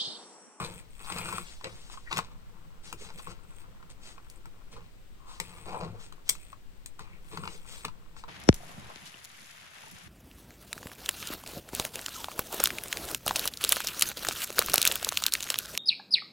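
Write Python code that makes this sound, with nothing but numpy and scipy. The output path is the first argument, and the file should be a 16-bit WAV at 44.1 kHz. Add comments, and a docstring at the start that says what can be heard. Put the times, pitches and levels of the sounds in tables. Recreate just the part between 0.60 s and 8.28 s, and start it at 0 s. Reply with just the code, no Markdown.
"""A hollow plastic toy digger is pushed and handled on a wooden table in a quiet room, heard by two close microphone ports.
It starts with a shove and ticking gears; knocks, taps, drags and finger strokes follow, with the hardest tap near 1.6 s.
Sparser touches lead to a shove at 4.8 s, a sideways scrub of the wheels from 5.1 s, sharp clicks at 5.7 s and last gear runs.
Blows and shaking ring modes of table, cab and panels; gear teeth are tiny blows; fingers and scrubbing wheels are shaped grit.
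Room hush with a slow sub-bass sway, made of filtered noise, lies under it all."""
import sys
import numpy as np
from scipy import signal
from scipy.fft import rfft, irfft
from scipy.io import wavfile
from scipy.ndimage import uniform_filter1d, map_coordinates

SR = 44100
rng = np.random.default_rng(int(sys.argv[2]) if len(sys.argv) > 2 else 0)


def master(y):
    """Save y as 16-bit WAV."""
    cut = np.clip(np.atleast_2d(y).T, -1, 1)
    pcm = np.round(cut * 32767)  # scale
    wavfile.write(sys.argv[1], SR, pcm.astype(np.int16))


def attenuation_scalar(level_db):
    """Turn a level in dB into a linear amplitude multiplier (20 dB per decade)."""
    decades = np.asarray(level_db, float) / 20
    return 10 ** decades


N = 338688

# colour of the room hush: (frequency [Hz], density [dB per Hz, relative])
HUSH_COLOUR = [(2, 5.5), (16, -2), (37, -10.5), (70, -18), (200, -28), (1000, -41.5), (3000, -45),
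               (8500, -57.5), (16000, -47)]
# colour of skin sliding on plastic: (frequency [Hz], density [dB per Hz, relative])
BRUSH_COLOUR = [(300, 16.5), (1500, 15), (3800, 19.5), (16000, 2.5)]
# finger strokes: (middle [s], length [s], level [dB])
FINGER_STROKES = [(0.903, 0.14, -52), (1.246, 0.48, -58), (1.331, 0.05, -52.5), (1.55, 0.088, -50),
                  (2.28, 0.085, -50.5), (2.44, 0.11, -50.5), (2.59, 0.026, -49.5), (2.708, 0.037, -51),
                  (3.308, 0.023, -54.5), (3.481, 0.12, -52.5), (4.132, 0.032, -54.5), (4.738, 0.13, -54.5),
                  (5.434, 0.084, -54), (5.718, 0.11, -51), (6.934, 0.096, -52.5), (7.147, 0.15, -50.5),
                  (7.593, 0.06, -55)]
# wheels scrub sideways as the toy twists: (time [s], pitch [Hz], level [dB])
WHEEL_SCRUB = [(5.061, 721, -44.5), (5.154, 850, -40), (5.249, 676.5, -46.5), (5.362, 573, -59)]
# a wheel or the bucket drags briefly: (middle [s], length [s], pitch [Hz], level [dB])
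SHORT_DRAGS = [(1.056, 0.025, 2200, -41.5), (1.057, 0.03, 530, -41.5), (1.48, 0.03, 1905, -48),
               (2.419, 0.025, 430, -51), (4.707, 0.21, 1099, -54.5), (6.52, 0.17, 2320, -63),
               (6.742, 0.028, 400.4, -44)]
# gear runs, each a list of (time [s], speed [teeth per s]); the first tooth falls at the first row
GEAR_RUNS = [
    [(0, 194), (.09, 112), (.205, 89)],
    [(.306, 27), (.4, 92), (.58, 243), (.78, 224), (.88, 42)],
    [(2.545, 66), (2.67, 100)],
    [(2.836, 20.5), (3.02, 69)],
    [(3.65, 23.4), (3.76, 50)],
    [(4.84, 95), (4.97, 83), (5.22, 63)],
    [(5.783, 62), (5.935, 53)],
    [(6.645, 36.5), (6.73, 91), (7, 55), (7.24, 114)],
]
# shoves and jolts by hand: (start [s], held [s], tabletop rumble [dB], cab rattle [dB])
HAND_SHOVES = [(0, 0.019, -34, -39.5), (.09, 0.084, -52.5, -63.5), (.402, 0.06, -52.5, -50),
               (0.505, 0.24, -41.5, -44.5), (1.044, 0.0091, -44, -48.5), (1.513, 0.061, -44.5, -42),
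               (2.441, 0.042, -51, -57), (2.67, 0.013, -52, -51.5), (4.13, 0.035, -48, -53),
               (4.817, 0.21, -53.5, -57), (5.065, 0.11, -47, -49.5), (5.21, 0.043, -36, -51),
               (6.4, 0.0087, -54.5, -52.5), (6.722, 0.034, -51, -51), (6.83, 0.012, -45, -56)]
# a hand resting on the toy fidgets: (from [s], to [s])
HAND_RESTS = [(1.098, 4.08), (5.302, 5.6), (6.5, 7.68)]
# knocks: (time [s], edge click [dB], panels [dB], cab [dB])
HARD_KNOCKS = [(0.047, -53, -43.5, -47), (0.5224, -53, -37, -40), (0.5837, -39.5, -40.5, -38.5),
               (0.694, -49, -45, -43), (0.7257, -46, -57, -37.5), (0.7816, -45, -48.5, -35.5),
               (1.043, -53, -37.5, -48), (1.527, -44, -33, -40), (1.5632, -48, -40, -46),
               (1.571, -37.5, -33.5, -33.5), (1.5793, -35, -34, -46), (2.327, -41.5, -43.5, -39),
               (2.671, -64, -57, -39.5), (3.699, -47.5, -76, -71), (3.8562, -56, -56, -49.5),
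               (4.8, -35, -31.5, -34.5), (5.524, -57.5, -55, -50), (5.691, -23, -33, -72),
               (5.6937, -42, -39, -49), (5.695, -23, -37, -50), (5.752, -53.5, -47.5, -51.5),
               (6.2597, -42, -49.5, -62.5), (6.393, -52, -53, -41), (6.7732, -52, -43, -36),
               (6.8361, -69, -47, -39.5), (6.8756, -68, -40.5, -38), (7.2499, -41, -36, -33)]
# dull taps on the cab: (time [s], level [dB], pitch of the spot struck [Hz])
DULL_TAPS = [(0.499, -35.5, 1150), (0.658, -35, 1267), (1.0112, -41, 1020), (1.299, -44, 1090),
             (1.34, -43, 1040), (1.3736, -42, 1100), (1.584, -36, 1050), (1.5888, -21.5, 1095),
             (2.503, -39, 950), (2.595, -43, 1100), (3.2273, -46, 1260), (3.58, -43, 1250),
             (5.9293, -43.5, 1170), (6.716, -52, 990), (6.854, -34, 895), (7.2464, -35, 1040),
             (7.282, -34.5, 1024), (7.5654, -42, 1280), (7.638, -38, 994)]
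# ringing modes of each part: (frequency [Hz], time to fall by 60 dB [s], relative level [dB])
TABLETOP_MODES = [(108.1, 0.25, -8), (171, 0.068, 3.5), (351.5, 0.092, -6.5), (461.6, 0.033, -2)]
CAB_MODES = [(923, 0.065, -5.5), (1004, 0.027, -5.5), (1147, 0.015, 9.5), (1351, 0.023, -0.5)]
PANEL_MODES = [(2050, 0.0068, -5.5), (2436, 0.016, 1.1), (2765, 0.005, 5.5), (3860, 0.0019, 14)]
TOOTH_MODES = [(2330, 0.014, 1.6667), (2555, 0.013, 6), (3340, 0.0064, 10.2), (7850, 0.0099, 0.5),
               (8530, 0.009, 5.5)]
# overall colour: treble resonance, notch, and a steep cutoff near 16.5 kHz: (frequency [Hz], gain [dB])
OVERALL_COLOUR = [(20, -5), (6300, 1.5), (8500, 8), (9400, 1.5), (10300, -8), (12800, -3.5), (16000, -5),
                  (16900, -67)]
# extra loss of the shaded treble at the right port: (frequency [Hz], gain [dB])
RIGHT_PORT_SHADE = [(9500, -2), (11500, -4)]

HUSH_DB, HUSH_LEFT_MORE_DB = -41, 1.5
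ROOM_DB, ROOM_T60_S = -6.5, 0.11
BODY_LEFT_LAG_S, BRIGHT_LEFT_LAG_S = 0.00018, 0.00014
BODY_LEFT_MORE_DB, BRIGHT_LEFT_MORE_DB = 3, 3
UNEVEN_DB = 2  # spread of mode strengths from blow to blow; also sets the drift in wander()
GRIT_DB = 2.2  # mean extra size of the tiny impacts
BLOW_HZ = 80  # blow levels are counted over 1/80 s
CAB_CLEAN = 0.7  # share of clean push in a blow; the rest is chatter
SPOT_DB_PER_OCTAVE = 30  # modes away from the spot's pitch ring less
EDGE_DECAY_S = 0.002
STROKE_START, STROKE_END = 4, 1.5  # steepness of the swell and of the fade
SHOVE_RISE_DB_S, SHOVE_FALL_DB_S = 1200, 153
REST_WOOD_DB, REST_CAB_DB = -62, -65.5
TICK_DB, TICK_DB_PER_DOUBLING = -60, 5  # at 100 teeth per s; faster teeth hit harder
SCRUB_WIDTH_HZ, DRAG_WIDTH = 500, 0.32  # drag width as a share of its pitch
THUD_DB = -11  # relative to the shaking of the wood


def level(x, db):
    """Scale to an rms level."""
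    return x * attenuation_scalar(db) / np.sqrt(np.mean(x ** 2))


def highpass(x, hz, order=2):
    """Take away what lies below a frequency."""
    return signal.sosfilt(signal.butter(order, hz, "high", fs=SR, output="sos"), x)


def bandpass(x, low_hz, high_hz):
    """Keep what lies between two frequencies."""
    return signal.sosfilt(signal.butter(2, [low_hz, high_hz], "band", fs=SR, output="sos"), x)


def colour(x, points):
    """Causal filter through (Hz, dB) points, built from the cepstrum of the log gain."""
    hz, db = np.transpose(points)
    size = 2 ** 16
    f = np.maximum(np.arange(size // 2 + 1) * SR / size, 1)
    cepstrum = irfft(np.log(attenuation_scalar(np.interp(np.log(f), np.log(hz), db))))
    # folding the second half onto the first makes the filter causal
    cepstrum[1:size // 2] *= 2
    cepstrum[size // 2 + 1:] = 0
    response = irfft(np.exp(rfft(cepstrum)))[None, :size // 2]
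    return signal.fftconvolve(x, response, axes=1)[:, :N]


def wander():
    """A gain that drifts at random by a few dB within some 30 ms."""
    hold = SR // 30
    steps = np.repeat(rng.standard_normal(N // hold + 1), hold)[:N]
    return attenuation_scalar(2 * UNEVEN_DB * uniform_filter1d(steps, size=hold))


def grit(per_s):
    """Random tiny impacts of unequal size, rms 1."""
    hit = rng.random(N) < per_s / SR
    size = rng.standard_normal(N) * attenuation_scalar(GRIT_DB * rng.exponential(size=N))
    return level(hit * size, 0)


def spikes(s, gain):
    """Impulses of the given sizes at the given times."""
    out = np.zeros(N)
    np.add.at(out, np.clip((s * SR).astype(int), 0, N - 1), gain)
    return out


def bursts(s, gain, decay_s):
    """Noise bursts that swell and die; gain is the rms each adds over its first 1/80 s."""
    keep = np.exp(-2 / (decay_s * SR))
    size = np.sqrt((1 - keep ** 2) ** 3 / (1 + keep ** 2) * SR / BLOW_HZ)
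    swell = signal.lfilter([size], [1, -2 * keep, keep ** 2], spikes(s, gain))
    return swell * rng.standard_normal(N)


def ring(modes, shake, s, blow_db, chatter_s, clean, spot_hz=None):
    """Modes driven by shaking and by blows; a blow is part clean push, part chatter, and favours other modes each time."""
    hz, t60, db = np.transpose(modes)
    pole = np.exp(2j * np.pi * hz / SR - np.log(1000) / (t60 * SR))
    one_blow = (attenuation_scalar(db) * pole ** np.arange(SR // 4)[:, None]).imag.sum(axis=1)
    strength = attenuation_scalar(blow_db[:, None] + UNEVEN_DB * rng.standard_normal((len(s), len(hz))))
    if spot_hz is not None:
        octaves_away = abs(np.log2(hz / spot_hz[:, None]))
        strength = strength * attenuation_scalar(-SPOT_DB_PER_OCTAVE * octaves_away)
    out = 0
    for k, p in enumerate(pole):
        push = spikes(s, strength[:, k]) * np.sqrt(SR / BLOW_HZ)
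        chatter = bursts(s, strength[:, k], chatter_s)
        drive = shake * wander() + clean * push + np.sqrt(1 - clean ** 2) * chatter
        out = out + attenuation_scalar(db[k]) * signal.lfilter([0, p.imag], [1, -2 * p.real, abs(p) ** 2], drive)
    return out / np.linalg.norm(one_blow)


def hush():
    """Room hush and sub-bass sway: coloured noise, more alike at both ports from 40 to 400 Hz."""
    air = rng.standard_normal((2, N))
    # long waves reach both ports alike
    long_waves = bandpass(air, 40, 400)
    air = air + 0.21 * (long_waves.sum(axis=0) / np.sqrt(2) - long_waves)
    return level(colour(air, HUSH_COLOUR), HUSH_DB)


def room(x):
    """Nearby surfaces return a short, different tail to each port."""
    t = np.arange(int(0.4 * SR)) / SR
    tail = rng.standard_normal((2, len(t))) * attenuation_scalar(-60 * t / ROOM_T60_S) * (t > 0.0015)
    tail = highpass(tail, 400, order=1)
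    tail = attenuation_scalar(ROOM_DB) * tail / np.linalg.norm(tail[0])
    return signal.fftconvolve(x[None], tail, axes=1)[:, :N]


def fingers():
    """Skin sliding on plastic: fine grainy hiss that sets in quickly and fades with each stroke."""
    swell = 0
    for middle, length, db in FINGER_STROKES:
        place = 2 * (np.arange(N) / SR - middle) / length
        steepness = np.where(place < 0, STROKE_START, STROKE_END)
        swell = swell + attenuation_scalar(db) * np.exp(-abs(place) ** steepness)
    return swell * level(colour(grit(15000)[None], BRUSH_COLOUR)[0], 0)


def slip(hz, width_hz, per_s):
    """Stick-slip jerks ringing a band whose centre may move, rms 1."""
    lowpass = signal.butter(2, width_hz / 2, fs=SR, output="sos")
    slow = [signal.sosfilt(lowpass, grit(per_s)) for _ in range(2)]
    turn = 2 * np.pi * np.cumsum(hz) / SR
    return level(slow[0] * np.cos(turn) + slow[1] * np.sin(turn), 0)


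def scrub():
    """Tyre lugs stick and slip on the wood: one twist whose pitch rises, then sags, and short drags."""
    t = np.arange(N) / SR
    s, hz, db = np.transpose(WHEEL_SCRUB)
    twist = slip(np.interp(t, s, hz), SCRUB_WIDTH_HZ, 1100) * attenuation_scalar(np.interp(t, s, db))
    out = twist * np.sqrt(wander()) * (t > s[0]) * (t < s[-1])
    for middle, length, hz, db in SHORT_DRAGS:
        swell = attenuation_scalar(db) * np.exp(-(2 * (t - middle) / length) ** 2)
        out = out + swell * slip(np.full(N, hz), DRAG_WIDTH * hz, 1500)
    return out


def gear():
    """Tooth times and levels: one tick each time the turning phase passes a whole tooth."""
    times, peaks = [], []
    for run in GEAR_RUNS:
        s, rate = np.transpose(run)
        t = np.arange(s[0], s[-1], 1 / SR)
        turned = np.cumsum(np.interp(t, s, rate)) / SR
        teeth = np.interp(np.arange(int(turned[-1]) + 1), turned, t)
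        speed = np.interp(teeth, s, rate)
        chance = rng.standard_normal((len(teeth), 2))  # no two teeth are quite alike
        times.append(teeth + 0.03 * chance[:, 0] / speed)
        peaks.append(TICK_DB + TICK_DB_PER_DOUBLING * np.log2(speed / 100) + 2.2 * chance[:, 1])
    return np.concatenate(times), np.concatenate(peaks)


def axle_jiggle(tooth_s, tooth_db):
    """The faster and harder the gears turn, the more the axles jiggle in their seats."""
    power = uniform_filter1d(spikes(tooth_s, attenuation_scalar(2 * tooth_db)), size=2000).clip(0)
    return np.sqrt(power * SR / BLOW_HZ) * grit(2500)


def hold_shape(s, held):
    """How strongly a hand acts: a quick rise, a hold, then a slower fall."""
    t = np.arange(N) / SR
    before, after = (s - t).clip(0), (t - s - held).clip(0)
    return attenuation_scalar(-SHOVE_RISE_DB_S * before - SHOVE_FALL_DB_S * after)


def contact():
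    """Shoves shake wood and cab; a resting hand stirs the wood and makes the cab crackle faintly."""
    wood, rattle = 0, 0
    for s, held, wood_db, cab_db in HAND_SHOVES:
        shove = hold_shape(s, held)
        wood = wood + attenuation_scalar(wood_db) * shove
        rattle = rattle + attenuation_scalar(cab_db) * shove
    resting = sum(hold_shape(a, b - a) for a, b in HAND_RESTS)
    return wood + attenuation_scalar(REST_WOOD_DB) * resting, rattle, attenuation_scalar(REST_CAB_DB) * resting


def edge_clicks(fizz, s, db):
    """Hard edges meeting: high noise that dies within milliseconds, over the thin fizz of the axles."""
    snap = highpass(bursts(s, attenuation_scalar(db), EDGE_DECAY_S), 3900)
    return snap + highpass(fizz, 9500)


def wooden_table(wood, at, cab_db):
    """Knocks on the cab pass through the wheels into tabletop modes, kept above about 95 Hz, with a low thud under shoves."""
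    tabletop = ring(TABLETOP_MODES, wood * grit(4000), at, cab_db - 2.5, chatter_s=0.017, clean=0.35)
    # the whole table sways under each shove
    thud = wood * level(bandpass(rng.standard_normal(N), 55, 120), THUD_DB)
    return highpass(tabletop, 95) + thud


def hollow_cab(shake, at, cab_db, tap_s, tap_db, tap_hz):
    """Knocks, taps and loose parts ring the cab; the sound is kept above about 720 Hz."""
    knocked = ring(CAB_MODES, shake, at, cab_db, chatter_s=0.0021, clean=CAB_CLEAN)
    tapped = ring(CAB_MODES, 0, tap_s, tap_db, chatter_s=0.005, clean=CAB_CLEAN, spot_hz=tap_hz)
    return highpass(knocked + tapped, 720)


def toy():
    """All sounds of the toy: the low body (tabletop, cab, scrub) and the bright parts."""
    wood, rattle, fidget = contact()
    at, edge_db, panel_db, cab_db = np.transpose(HARD_KNOCKS)
    tap_s, tap_db, tap_hz = np.transpose(DULL_TAPS)
    tooth_s, tooth_db = gear()
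    loose = rattle * grit(1200)
    crackle = fidget * grit(350)
    jiggle = axle_jiggle(tooth_s, tooth_db)
    body = wooden_table(wood, at, cab_db) + scrub()
    body = body + hollow_cab(loose + crackle, at, cab_db, tap_s, tap_db, tap_hz)
    # loose parts, axles and taps stir the thin panels; the axles also fizz at the hard edges
    panel_shake = attenuation_scalar(-3.5) * loose + attenuation_scalar(-4.5) * jiggle
    blow_s, blow_db = np.r_[at, tap_s], np.r_[panel_db, tap_db - 14]
    panels = ring(PANEL_MODES, panel_shake, blow_s, blow_db, chatter_s=0.0019, clean=0.35)
    teeth = ring(TOOTH_MODES, 0, tooth_s, tooth_db, chatter_s=0.00016, clean=0.82)
    rims = edge_clicks(attenuation_scalar(5) * jiggle, at, edge_db)
    return body, panels + teeth + rims + fingers()


def late(x, lag_s):
    """A tiny delay that drifts at random, widening the stereo image."""
    return map_coordinates(x, [np.arange(N) - lag_s * SR * np.sqrt(wander())], mode="nearest")


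def scene():
    """The toy stands nearer the right port; the left one hears it later but louder."""
    body, bright = toy()
    sides = np.array([[0.5], [-0.5]])  # half of each level difference goes to either side
    low = np.array([late(body, BODY_LEFT_LAG_S), body]) + room(body)
    high = np.array([late(bright, BRIGHT_LEFT_LAG_S), bright]) + room(bright)
    low = attenuation_scalar(BODY_LEFT_MORE_DB * sides) * low
    high = attenuation_scalar(BRIGHT_LEFT_MORE_DB * sides) * high
    return low + high + attenuation_scalar(HUSH_LEFT_MORE_DB * sides) * hush()


def low_pass(x):
    """Removes everything above the highest recorded frequency."""
    return signal.sosfilt(signal.butter(12, 15900, fs=SR, output="sos"), x)


def record(dry):
    """Both channels get a treble resonance, a notch above and a steep cutoff; the right port's treble is shaded."""
    heard = colour(dry, OVERALL_COLOUR)
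    right = colour(heard[1:], RIGHT_PORT_SHADE)[0]
    return low_pass(np.array([heard[0], right]))


dry = scene()
out = record(dry)
master(out)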